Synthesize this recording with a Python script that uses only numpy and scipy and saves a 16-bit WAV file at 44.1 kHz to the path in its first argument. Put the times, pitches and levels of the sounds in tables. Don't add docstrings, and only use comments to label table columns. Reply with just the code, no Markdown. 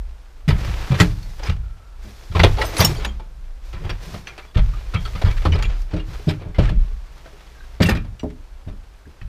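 import sys
import numpy as np
from scipy import signal
from scipy.fft import rfft, irfft
from scipy.io import wavfile
from scipy.ndimage import uniform_filter1d

SR = 44100
rng = np.random.default_rng(int(sys.argv[2]) if len(sys.argv) > 2 else 0)


def dump(signal):
    limited = np.clip(np.atleast_2d(signal).T, -1, 1)
    pcm = np.round(limited * 32767).astype(np.int16)
    wavfile.write(sys.argv[1], SR, pcm)


def rack_gain(trim_db):
    fader = np.asarray(trim_db, float)
    return 10 ** (fader / 20)


N = 409228
FADE = np.log(1000)


def colour(x, points):
    hz, db = np.transpose(points)
    f = np.maximum(np.fft.rfftfreq(len(x), 1 / SR), 1)
    gain_db = np.interp(np.log(f), np.log(hz), db, left=-80, right=-80)
    y = irfft(rfft(x) * rack_gain(gain_db), len(x))
    return y / np.std(y)


def peak(x):
    return x / np.abs(x).max()


def add(out, s, x):
    i = int(s * SR)
    out[i:i + len(x)] += x[:N - i]


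def ring(hz, t60, t):
    return np.sin(2 * np.pi * hz * t) * np.exp(-FADE * t / t60)


def body(modes, weight, weight_db, detune, detune_share, t):
    return sum(rack_gain(db + weight_db * w) * ring(hz * (1 + detune_share * e), t60, t)
               for (hz, db, t60), w, e in zip(modes, weight, detune))


def walk(rate):
    k = int(SR / rate)
    return uniform_filter1d(np.repeat(rng.standard_normal(N // k + 1), k), k)[:N]


def grains(size, rate, spread_db):
    hit = rng.random(size) < rate / SR
    strength = rack_gain(spread_db * np.minimum(rng.exponential(size=size), 4))
    return hit * rng.standard_normal(size) * strength


def crackle(rate, tail_s):
    tail = np.exp(-np.arange(SR // 40) / SR / tail_s)
    return signal.fftconvolve(np.abs(grains(N, rate, 4.0)), tail)[:N]


def hush():
    # (frequency [Hz], density [dB per Hz])
    hush_points = [(12, -21), (20, 17), (38, -7.5), (58, -3), (221, -19), (819, -19), (1690, -24),
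                   (1890, -32.5), (5320, -33), (14100, -42.5), (15800, -70)]
    return rack_gain(-46.5) * colour(rng.standard_normal(N), hush_points)


def whines():
    # (time [s], length [s], frequency [Hz], level [dB])
    whine_events = [
        (1.62, 0.34, 1350, -60),
        (6.8, .38, 1130, -64),
        (7.55, .11, 1610, -54),
        (6.84, .1, 420, -55),
        (4.415, .045, 2250, -55),
        (4.47, .055, 3450, -56),
    ]
    t = np.arange(N) / SR
    waver = np.cumsum(1 + 0.02 * walk(40)) / SR
    flutter = rack_gain(3 * walk(38)) * (1 + 0.7 * walk(250))
    lines = np.zeros(N)
    for s, length, hz, db in whine_events:
        fade = np.clip(np.minimum(t - s, s + length - t) / 0.0094, 0, 1)
        lines += rack_gain(db) * fade * np.sin(2 * np.pi * hz * waver)
    return flutter * lines


def slides(s, hold, db, fall_db_s, rest_db):
    bite_db_s = 383
    t = np.arange(0, N, 64)[:, None] / SR
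    each = db - bite_db_s * np.maximum(s - t, 0) - fall_db_s * np.maximum(t - s - hold, 0)
    total = np.sqrt(rack_gain(2 * each).sum(axis=1) + rack_gain(2 * rest_db))
    return np.interp(np.arange(N) / SR, t[:, 0], total)


def drag():
    # (time [s], hold [s], grit level [dB], fine dust over grit [dB])
    scrapes = [(0.595, 0.32, -34.5, -12), (0.997, 0.022, -26.5, -10), (1.11, 0.28, -49, -4),
               (1.442, 0.019, -32, -16), (2.034, 0.31, -49, -5), (2.377, 0.16, -34, -11),
               (2.598, 0.15, -33.5, -8.5), (2.801, 0.028, -20, -7), (2.966, 0.092, -37, -15),
               (3.784, 0.2, -45, -13.5), (4.03, 0.15, -40.5, -7.5), (4.255, 0.22, -49, -11.5),
               (4.613, 0.33, -46, -10), (0.52, 0.05, -51, -1), (5.008, 0.46, -42.5, -8.5),
               (5.452, 0.28, -40, -24), (5.92, 0.024, -39, -30), (6.081, 0.24, -43.5, -9.5),
               (6.623, 0.026, -34, -29), (7.126, 0.63, -50, -10.5), (7.83, 0.09, -40, -16),
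               (5.763, 0.058, -50, -6), (6.81, 0.26, -52.5, -10.5), (3.655, 0.067, -52.5, -4.5)]
    # (time [s], level [dB])
    weight_shift = [(0.0, -19.5), (0.33, -37.5), (0.57, -15), (1.0, -26), (1.21, -25), (2.2, -32.5),
                    (2.86, -22), (3.92, -29), (4.38, -50), (4.63, -27), (4.88, -21.5), (5.58, -18),
                    (6.55, -35), (6.63, -13), (6.85, -19), (7.18, -35.5), (8.75, -33), (9.28, -44)]
    # (frequency [Hz], density [dB per Hz])
    grit_points = [(170, -13), (260, -7), (340, -3), (600, -5), (1300, -7), (2400, -9), (4500, -17),
                   (7000, -27.5), (9500, -37)]
    # (frequency [Hz], density [dB per Hz])
    dust_points = [(3240, -6), (5500, -5.5), (8370, -15), (10000, -16), (13500, -16.5), (14900, -22),
                   (15800, -20)]
    s, hold, db, fine_db = np.transpose(scrapes)

    grit_gain = slides(s, hold, db, 167.5, -56)
    dust_gain = slides(s, hold, db + fine_db, 167.5, -69)
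    slip = 1.1 * walk(30) + 1.2 * walk(150)
    bits = 1 + 0.18 * crackle(70, tail_s=0.004)
    grit = colour(bits * rng.standard_normal(N) + 1.38 * grains(N, 1100, 4.5), grit_points)
    dust = colour(bits * rng.standard_normal(N) + 0.83 * grains(N, 1500, 3.1), dust_points)
    out = grit_gain * rack_gain(slip - 2.0) * grit + dust_gain * rack_gain(0.3 * slip) * dust

    joist_db = np.interp(np.arange(N) / SR, *np.transpose(weight_shift))
    joists = colour(rng.standard_normal(N), [(15, -38.5), (27, 6.0), (40, -5.5), (60, -1.0), (80, -62)])
    out += rack_gain(joist_db - 5.0) * joists

    leaf_gain = slides(s, hold, -1 + 0.77 * db, 40.5, -49)
    leaf = colour(rng.standard_normal(N), [(55, 27.5), (70, -17.0), (110, 1.5), (170, -4.0),
                                           (230, -26.5), (330, -38.5)])
    return out + leaf_gain * rack_gain(0.98 * walk(34) - 7) * leaf


def pieces():
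    # (time [s], frequency [Hz],
    # level [dB], t60 [s])
    lath_and_shard_rings = [(0.479, 2460, -34, 0.17), (8.195, 7600, -45, .05), (0.489, 5100, -32, 0.062),
                            (0.491, 1980, -31, 0.085), (1.433, 4970, -25, 0.025), (1.433, 5730, -29, 0.029),
                            (1.433, 6400, -33, 0.027), (1.461, 5100, -30, 0.03), (2.351, 1086, -16.5, 0.036),
                            (2.399, 2050, -9.5, 0.031), (2.432, 6100, -27, 0.025), (2.434, 2900, -14, 0.025),
                            (2.614, 2170, -13, 0.026), (2.614, 5100, -26, 0.028), (2.616, 4050, -21, 0.033),
                            (2.617, 9600, -48, .1), (2.617, 8400, -45, .07), (2.768, 4120, -22, 0.025),
                            (2.78, 6190, -30, 0.15), (2.792, 1220, -14.5, 0.048), (2.802, 4100, -19.5, 0.089),
                            (2.804, 4730, -4.5, 0.025), (2.81, 5710, -21, 0.11), (2.824, 3520, -18, 0.031),
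                            (2.828, 2640, -20, 0.04), (2.846, 2970, -15, 0.046), (2.846, 3700, -27, 0.063),
                            (2.893, 5450, -31, 0.036), (2.971, 6890, -44, 0.108), (2.963, 11110, -56, .12),
                            (2.963, 9184, -52, .12), (3.049, 2770, -22.5, 0.038), (3.901, 4710, -34, 0.063),
                            (3.903, 5530, -33, 0.036), (4.27, 3200, -24.5, 0.025), (4.272, 2680, -22, 0.022),
                            (4.578, 1340, -23, 0.038), (4.947, 2660, -24, 0.045), (5.247, 1230, -35, 0.22),
                            (5.247, 1754, -35, 0.19), (5.543, 5000, -30, 0.025), (6.288, 3800, -21, 0.026),
                            (6.29, 5110, -29, 0.06), (6.545, 2080, -33.5, 0.068), (6.689, 1710, -23, 0.027),
                            (7.816, 1770, -22, 0.056), (7.828, 4630, -18, 0.028), (7.858, 1930, -21, 0.027),
                            (7.892, 2680, -16.5, 0.036), (7.892, 5080, -21, 0.038)]
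    # (time [s], frequency [Hz], level [dB], t60 [s])
    boards = [(0.501, 943, -31, 0.11), (0.605, 159.4, -25, 0.17), (1.428, 832, -30.5, 0.094),
              (2.395, 460, -40, 0.31), (2.582, 409, -23, 0.1), (2.606, 531, -19.5, 0.105),
              (2.733, 663, -27, 0.091), (2.745, 316, -34, 0.36), (2.791, 905, -28, 0.057),
              (2.892, 147.3, -21, 0.25), (2.892, 342, -22.5, 0.1), (2.983, 428, -29, 0.14),
              (3.064, 208, -34.5, 0.24), (3.195, 876, -37, 0.088), (3.801, 152.4, -31.5, 0.42),
              (4.559, 149, -14, 0.07), (4.575, 621, -31, 0.14), (5.145, 149, -22, 0.07),
              (5.455, 151.2, -17, 0.31), (5.453, 1157, -19, .05), (5.6, 860, -33, .06),
              (5.547, 406, -30, 0.21), (5.937, 314.4, -22, 0.24), (6.195, 417, -37, 0.11),
              (6.44, 770, -48, 0.069), (7.329, 405, -43.5, 0.19), (7.803, 546, -15.5, 0.079),
              (7.885, 217, -15, 0.22), (7.966, 706, -38, 0.07), (7.824, 169, -10.5, 0.17),
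              (8.234, 620, -36, 0.035), (2.04, 204.6, -44.5, 0.37)]
    # (time [s], frequency [Hz], level [dB], t60 [s])
    more_rings = [(0.486, 151, -2, 0.066), (1.228, 4400, -42.5, 0.067), (4.131, 198, -32.5, .2),
                  (2.05, 97, -37.5, 0.23), (2.586, 866, -21, 0.17), (2.622, 1334, -23, 0.07),
                  (2.64, 650, -23, 0.078), (4.271, 1720, -28.5, 0.055), (4.296, 2400, -34, 0.076),
                  (4.325, 2200, -52, .15), (4.96, 2280, -25.5, 0.065), (4.968, 3210, -36, 0.1),
                  (5.05, 4450, -34.5, 0.066), (5.052, 3280, -37, 0.093), (5.285, 3280, -38, .1),
                  (5.519, 5870, -39, 0.065), (5.534, 2180, -29, .04), (5.595, 2280, -36, .05),
                  (5.64, 2730, -24, 0.044), (5.655, 3310, -31, 0.034), (6.586, 560, -17, 0.071),
                  (7.258, 1540, -33, 0.03), (7.262, 650, -42, 0.096), (7.805, 202, -10, 0.08),
                  (8.675, 680, -36, 0.058), (7.605, 1560, -37, 0.034), (8.725, 199, -33.5, 0.097),
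                  (7.6, 3880, -50, 0.055), (9.055, 1616, -46, 0.047), (9.061, 69.3, -27, 0.16),
                  (9.214, 1857, -34.5, 0.025), (9.214, 2580, -43, 0.039), (9.215, 1160, -43, .03),
                  (2.436, 149, -12.5, 0.12), (4.061, 164, -36.5, .45), (1.002, 3050, -19, .06)]
    out, t = np.zeros(N), np.arange(SR // 3) / SR
    rows = [*lath_and_shard_rings, *boards, *more_rings]
    split, rattle = rng.standard_normal(len(rows)), walk(700)
    for (s, hz, db, t60), e in zip(rows, split):
        t60 = max(t60, 0.015)
        pair = ring(hz, t60, t) + 0.4 * ring(hz * (1 + 0.04 * e), 0.7 * t60, t)
        pair *= 1 + 0.6 * np.roll(rattle, int(s * SR))[:len(t)]
        rise_s = 0.0011 + 1.16 / hz
        add(out, s, rack_gain(db + 2.0) * (1 - np.exp(-t / rise_s)) * pair)
    return out


def clinks():
    # (time [s], frequency [Hz], level [dB])
    shards = [(2.615, 1940, -22.5), (2.649, 8400, -42), (2.651, 5100, -39), (2.652, 10500, -44.5),
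              (2.78, 10850, -25.5), (2.9, 7704, -47), (2.918, 9152, -50), (2.8, 14980, -27.5),
              (2.804, 12900, -20.5), (2.847, 8516, -24), (2.847, 5459, -13), (2.847, 10310, -29),
              (2.848, 6783, -19), (2.847, 13660, -17), (2.848, 11850, -29), (2.955, 3246, -44),
              (2.967, 4570, -41.5), (3.062, 6800, -43), (3.089, 3210, -40)]
    # (time [s], frequency [Hz], level [dB])
    loose_parts = [(1.003, 7200, -39), (4.269, 6050, -47), (4.737, 1224, -39), (4.937, 1320, -30),
                   (4.955, 1243, -29), (4.99, 3230, -41), (5.054, 1323, -35), (5.315, 2310, -39),
                   (5.521, 2970, -30), (5.646, 2370, -33), (5.996, 2830, -40), (7.836, 13070, -34),
                   (7.857, 2740, -24.5), (7.887, 1820, -19.5), (7.893, 13000, -37), (7.975, 2420, -36.5),
                   (8.194, 2860, -43.5), (8.195, 5820, -50)]
    # (time [s], frequency [Hz], level [dB], t60 [s])
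    latch = [
        (8.195, 4650, -48, 0.065),
        (8.198, 4020, -48.5, 0.055),
        (5.624, 6900, -46, 0.23),
        (2.655, 6191, -43, .3),
        (2.661, 13860, -41, .16),
    ]
    out, t = np.zeros(N), np.arange(SR // 5) / SR
    rows = []
    for s, hz, db in shards + loose_parts:
        t60 = 0.1 * min(7500 / hz, 1) / 2 ** ((db + 31) / 60)
        rows.append((s, hz, db, t60))
    rows += latch
    split = rng.standard_normal(len(rows))
    for (s, hz, db, t60), e in zip(rows, split):
        pair = 0.8 * ring(hz, t60, t)
        pair += 0.45 * ring(hz + 45 + 30 * e, 0.8 * t60, t)
        pair += 0.35 * ring(hz - 80 + 40 * e, 0.6 * t60, t)
        pair += rack_gain(-19.5) * ring(hz + 12 * e, t60, t)
        add(out, s, rack_gain(db + 6.0) * (1 - np.exp(-t / 0.0014)) * pair)
    return out


def planks(hz, weight):
    # (frequency [Hz], width [Hz], lift [dB])
    plank_modes = [(1320, 70, 7), (2350, 110, 6), (3280, 140, 5), (4600, 200, 5)]
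    return sum(w * db * np.exp(-((hz - f) / width) ** 2)
               for (f, width, db), w in zip(plank_modes, weight))


def cracks():
    # (time [s], peak [dB], body [dB], sizzle [dB], t60 [s])
    splits = [(0.4793, -17.5, -9.5, -21.5, 0.22), (0.5041, -18, -12, -35, 0.07),
              (1.0002, -2.5, -11.5, -23.5, 0.079), (1.0176, -12.5, -4, -21, 0.061),
              (2.3496, -17, -0.5, -29, 0.16), (2.394, -7.5, -5.5, -34, 0.085), (2.434, -2, 0.5, -28.5, 0.1),
              (2.6156, -14.5, -14, -27.5, 0.097), (2.7666, -14.5, -7, -16, 0.053),
              (2.7907, -12.5, -4.5, -13, 0.25), (2.8052, -7.5, -5, -20, 0.08), (2.8474, -18, 7, -4, 0.061),
              (5.452, -14.5, 1, -30, 0.078), (7.804, -16.5, -4, -30, 0.16),
              (7.8204, -12.5, -43, -21.5, 0.16), (7.8596, -20, -7, -15, 0.14),
              (7.8878, -11.5, -5, -22, 0.15), (8.2318, -41.5, 19.5, -16, 0.089)]
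    # (time [s], peak [dB], t60 [s])
    raps = [(0.9109, -23.5, 0.13), (1.3937, -31, 0.06), (2.5701, -20.5, 0.32), (2.9087, -23.5, 0.054),
            (2.9538, -34.5, 0.13), (3.0287, -30, 0.22), (3.1956, -37, 0.1), (3.8392, -31, 0.23),
            (4.1394, -29, 0.11), (5.215, -23, 0.1), (5.5508, -24.5, 0.074), (6.3924, -37, 0.41),
            (6.584, -19.5, 0.14), (6.6911, -25, 0.074), (7.2585, -37.5, 0.074), (8.0466, -40, 0.081),
            (8.678, -42, 0.17)]
    # (time [s], peak [dB], t60 [s])
    snaps = [(0.739, -24.5, 0.032), (0.9428, -19.5, 0.11), (1.4951, -21.5, 0.084), (2.0517, -40.5, 0.076),
             (2.3147, -32, 0.11), (2.9998, -29, 0.18), (3.7289, -30.5, 0.23), (3.894, -19, 0.092),
             (4.3789, -27, 0.1), (4.5452, -27.5, 0.19), (4.57, -18.5, 0.11), (4.7369, -36, 0.11),
             (4.7651, -37, 0.26), (4.9384, -21, 0.13), (4.953, -26.5, 0.092), (5.1507, -28.5, 0.14),
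             (5.247, -21, 0.24), (5.4186, -29, 0.069), (5.5224, -21.5, 0.19), (5.5821, -27, 0.16),
             (5.65, -27, 0.053), (5.9359, -29, 0.051), (5.9642, -27.5, 0.11), (5.996, -33, 0.14),
             (6.2752, -25, 0.21), (6.546, -31.5, 0.15), (9.2139, -40, 0.086)]
    # (time [s], peak [dB], t60 [s])
    splinters = [(0.602, -31, 0.32), (1.2276, -51, 0.063), (1.432, -31, 0.044), (1.4655, -22, 0.11),
                 (3.047, -15.5, 0.062), (4.2712, -25.5, 0.14), (4.2935, -52, 0.12), (5.0514, -27.5, 0.12),
                 (5.3075, -27, 0.069), (5.3672, -28, 0.11), (5.6242, -17.5, 0.047), (6.2888, -19, 0.11),
                 (6.6265, -28, 0.28), (7.95, -23.5, 0.15), (8.1945, -38, 0.087), (8.3, -44, 0.091)]
    kinds = (raps, 1.5, -27), (snaps, -6.5, -29), (splinters, -15, -26)
    breaks = list(splits)
    for rows, body_db, sizzle_db in kinds:
        breaks += [(s, db, body_db, sizzle_db, t60) for s, db, t60 in rows]
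    breaks.sort()

    out, t = np.zeros(N), np.arange(8192) / SR
    hz = np.geomspace(200, 15500, num=128)
    tilt_hz = [200, 320, 800, 1600, 4000, 7000, 15500]
    ripple = rng.standard_normal((len(breaks), len(hz)))
    for (s, db, body_db, sizzle_db, t60), r in zip(breaks, ripple):
        uneven = np.interp(t, np.linspace(0, t[-1], num=40), rng.standard_normal(40))
        stutter = rack_gain(2.5 * np.minimum(t / 0.012, 1) * uneven)
        swarm = stutter * (rng.standard_normal(len(t)) + 1.5 * grains(len(t), 2500, 3.2))

        tilt_db = [body_db - 7.5, body_db + 11.0, body_db + 7.0, 0, -4, sizzle_db + 9.5, sizzle_db - 5.5]
        tilt = np.interp(np.log(hz), np.log(tilt_hz), tilt_db)
        wood_db = tilt + 2.8 * r + planks(hz, 0.5 + 0.3 * r[:4])
        snap = colour(swarm, np.c_[hz, wood_db])
        dull = uniform_filter1d(snap, size=9)
        snap = dull + (snap - dull) * np.exp(-FADE * t / 0.23)

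        t60 = max(t60, 0.02)
        decay = np.exp(-FADE * t / t60) + 0.13 * np.exp(-FADE * t / (2.3 * t60))
        shape = (1 - np.exp(-t / (0.048 * t60))) * decay
        shape += 0.5 * (1 - np.exp(-t / 0.00019)) * np.exp(-t / 0.0014)
        whole = np.sqrt(1 + rack_gain(2 * body_db) + rack_gain(2 * sizzle_db))
        add(out, s, rack_gain(db - 2.5) * whole * snap * shape)
    return out


def knocks():
    # (time [s], peak [dB])
    frame_blows = [(0.485, -11), (1.002, -4.5), (2.431, -29), (5.454, -13), (5.933, -11.5), (6.276, -7),
                   (6.459, -25), (6.586, -7.5), (6.715, -18.5), (7.803, -5), (7.95, -16.5), (8.234, -10),
                   (8.674, -25.5), (2.05, -39)]
    # (frequency [Hz], level [dB], t60 [s])
    frame_modes = [(171.5, -3.5, 0.28), (300, -5.5, 0.22), (322.8, -2.5, 0.12), (391, -10.5, 0.21),
                   (419, -8.5, 0.21), (534.6, -16, 0.16), (612.4, -7, 0.13), (650, -33, 0.14)]
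    free_s, panel_stuck_db, panel_free_db = 7.5, -22.5, -1
    out, t = np.zeros(N), np.arange(SR // 2) / SR
    panel = ring(251, 0.13, t)
    chance = rng.standard_normal((len(frame_blows), 2, len(frame_modes)))
    for (s, db), (weight, detune) in zip(frame_blows, chance):
        panel_db = panel_free_db if s > free_s else panel_stuck_db
        frame = body(frame_modes, weight, 2.0, detune, 0.0094, t)
        frame = peak(frame * (1 - np.exp(-t / 0.0029)))
        add(out, s, rack_gain(db - 5.5) * (frame + rack_gain(panel_db) * panel))
    return out


def thumps():
    # (time [s], peak [dB], pitch of struck spot [Hz], joist boom [dB], ring t60 [s])
    shoves = [(0.477, -6, 145, -9.5, 0.18), (0.521, -8.5, 65.4, -10, 0.11), (0.903, -7, 131, -28, 0.2),
              (1, -2, 103, -15, 0.11), (1.486, -9.5, 78.4, -7.5, 0.13), (2.35, -12, 83.5, -11, 0.36),
              (2.392, -5.5, 64, -27, 0.11), (2.433, -6.5, 94.5, -3, 0.23), (2.795, -5, 104.3, -27, 0.091),
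              (2.839, -11, 165, -5, 0.15), (4.56, -4, 66, -0.5, 0.047), (4.944, -11, 96, -19, 0.11),
              (5.24, -3.5, 65.6, -4.5, 0.042), (5.456, -13, 82, -7, 0.39), (5.517, -10, 80, 1, 0.087),
              (6.27, -8, 155.6, -22, 0.14), (6.583, -2.5, 63.3, -6, 0.061), (6.706, -14, 120, 2, 0.077),
              (6.762, -17, 35.5, -23, 0.26), (7.801, -6, 100, -24, 0.073), (7.861, -11.5, 104, -21, 0.027),
              (7.92, -8.5, 61.7, -11.5, 0.07), (8.235, -22, 70, -31, 0.25)]
    # (time [s], peak [dB], joist boom [dB])
    bumps = [(0.678, -17, -0.5), (2.301, -21, -17), (3.738, -26, 1), (3.845, -19.5, -3.5),
             (3.898, -22.5, -3), (4.139, -26.5, -12), (5.151, -21.5, -7), (5.643, -23, 11),
             (5.935, -16, -4), (6.083, -24.5, -3), (6.458, -22, -3.5), (8.665, -25, -2), (9.217, -28.5, 6)]
    # (frequency [Hz], level [dB], t60 [s])
    leaf_modes = [(59.6, -18.5, 0.24), (83, -0.5, 0.14), (99.1, -5, 0.3), (137.1, -9, 0.28),
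                  (172.1, -1.5, 0.14), (194.6, -10.5, 0.19), (233, -27, 0.19)]
    # (frequency [Hz], level [dB], t60 [s])
    joist_modes = [(25.33, -4, 0.36), (29.7, -8, 0.3), (35.8, -7, 0.68), (51.9, -6.5, 0.42)]
    bump_hz, bump_t60_s = 82.8, 0.037
    blows = sorted([*shoves, *((s, db, bump_hz, boom_db, bump_t60_s) for s, db, boom_db in bumps)])
    out, t = np.zeros(N), np.arange(2 * SR // 3) / SR
    chance = rng.standard_normal((len(blows), 2, len(leaf_modes)))
    for (s, db, hz, boom_db, t60), (weight, detune) in zip(blows, chance):
        spot = (np.exp(-(2.05 * hz * t) ** 2) - 1) * ring(hz, t60, t)
        leaf = body(leaf_modes, weight, 3.0, detune, 0.04, t)
        leaf *= np.exp(-t / 0.02) - 1
        boom = body(joist_modes, weight[::-1], 2.4, detune, 0.029, t)
        boom *= np.exp(-t / 0.043) - 1
        add(out, s, rack_gain(db) * (peak(spot) + rack_gain(-5.0) * peak(leaf) + rack_gain(boom_db) * peak(boom)))
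    return out


def room(x):
    # (frequency [Hz], t60 [s])
    room_bands = [(90, 0.8), (250, 0.45), (1000, 0.18), (4000, 0.11), (12000, 0.27)]
    t = np.arange(SR) / SR
    tail = np.zeros(SR)
    for hz, t60 in room_bands:
        band = colour(rng.standard_normal(SR), [(hz / 3, -20), (hz, 0), (hz * 3, -20)])
        tail += band * np.sqrt(hz / t60) * np.exp(-FADE * t / t60)
    tail *= t > 0.006
    return signal.fftconvolve(x, tail / np.sqrt(np.sum(tail ** 2)))[:N]


def scene():
    background = hush() + whines() + drag()
    loose = pieces()
    high = cracks() + clinks()
    low = thumps() + knocks()
    echoes = room(rack_gain(-12.5) * low + rack_gain(-26.5) * high) + room(rack_gain(-11.5) * loose)
    return (background + loose + high + low + echoes)[None]


def top_cut(x):
    return signal.sosfilt(signal.butter(12, 16040, fs=SR, output="sos"), x)


def record(dry):
    x = signal.sosfilt(signal.butter(2, 17, "high", fs=SR, output="sos"), dry)
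    x = x / (1 + x ** 8) ** 0.125
    x = signal.sosfilt(signal.ellip(8, 0.3, 50, 15300, fs=SR, output="sos"), x)
    mix = 0.94 * x
    return top_cut(mix)


dry = scene()
out = record(dry)
dump(out)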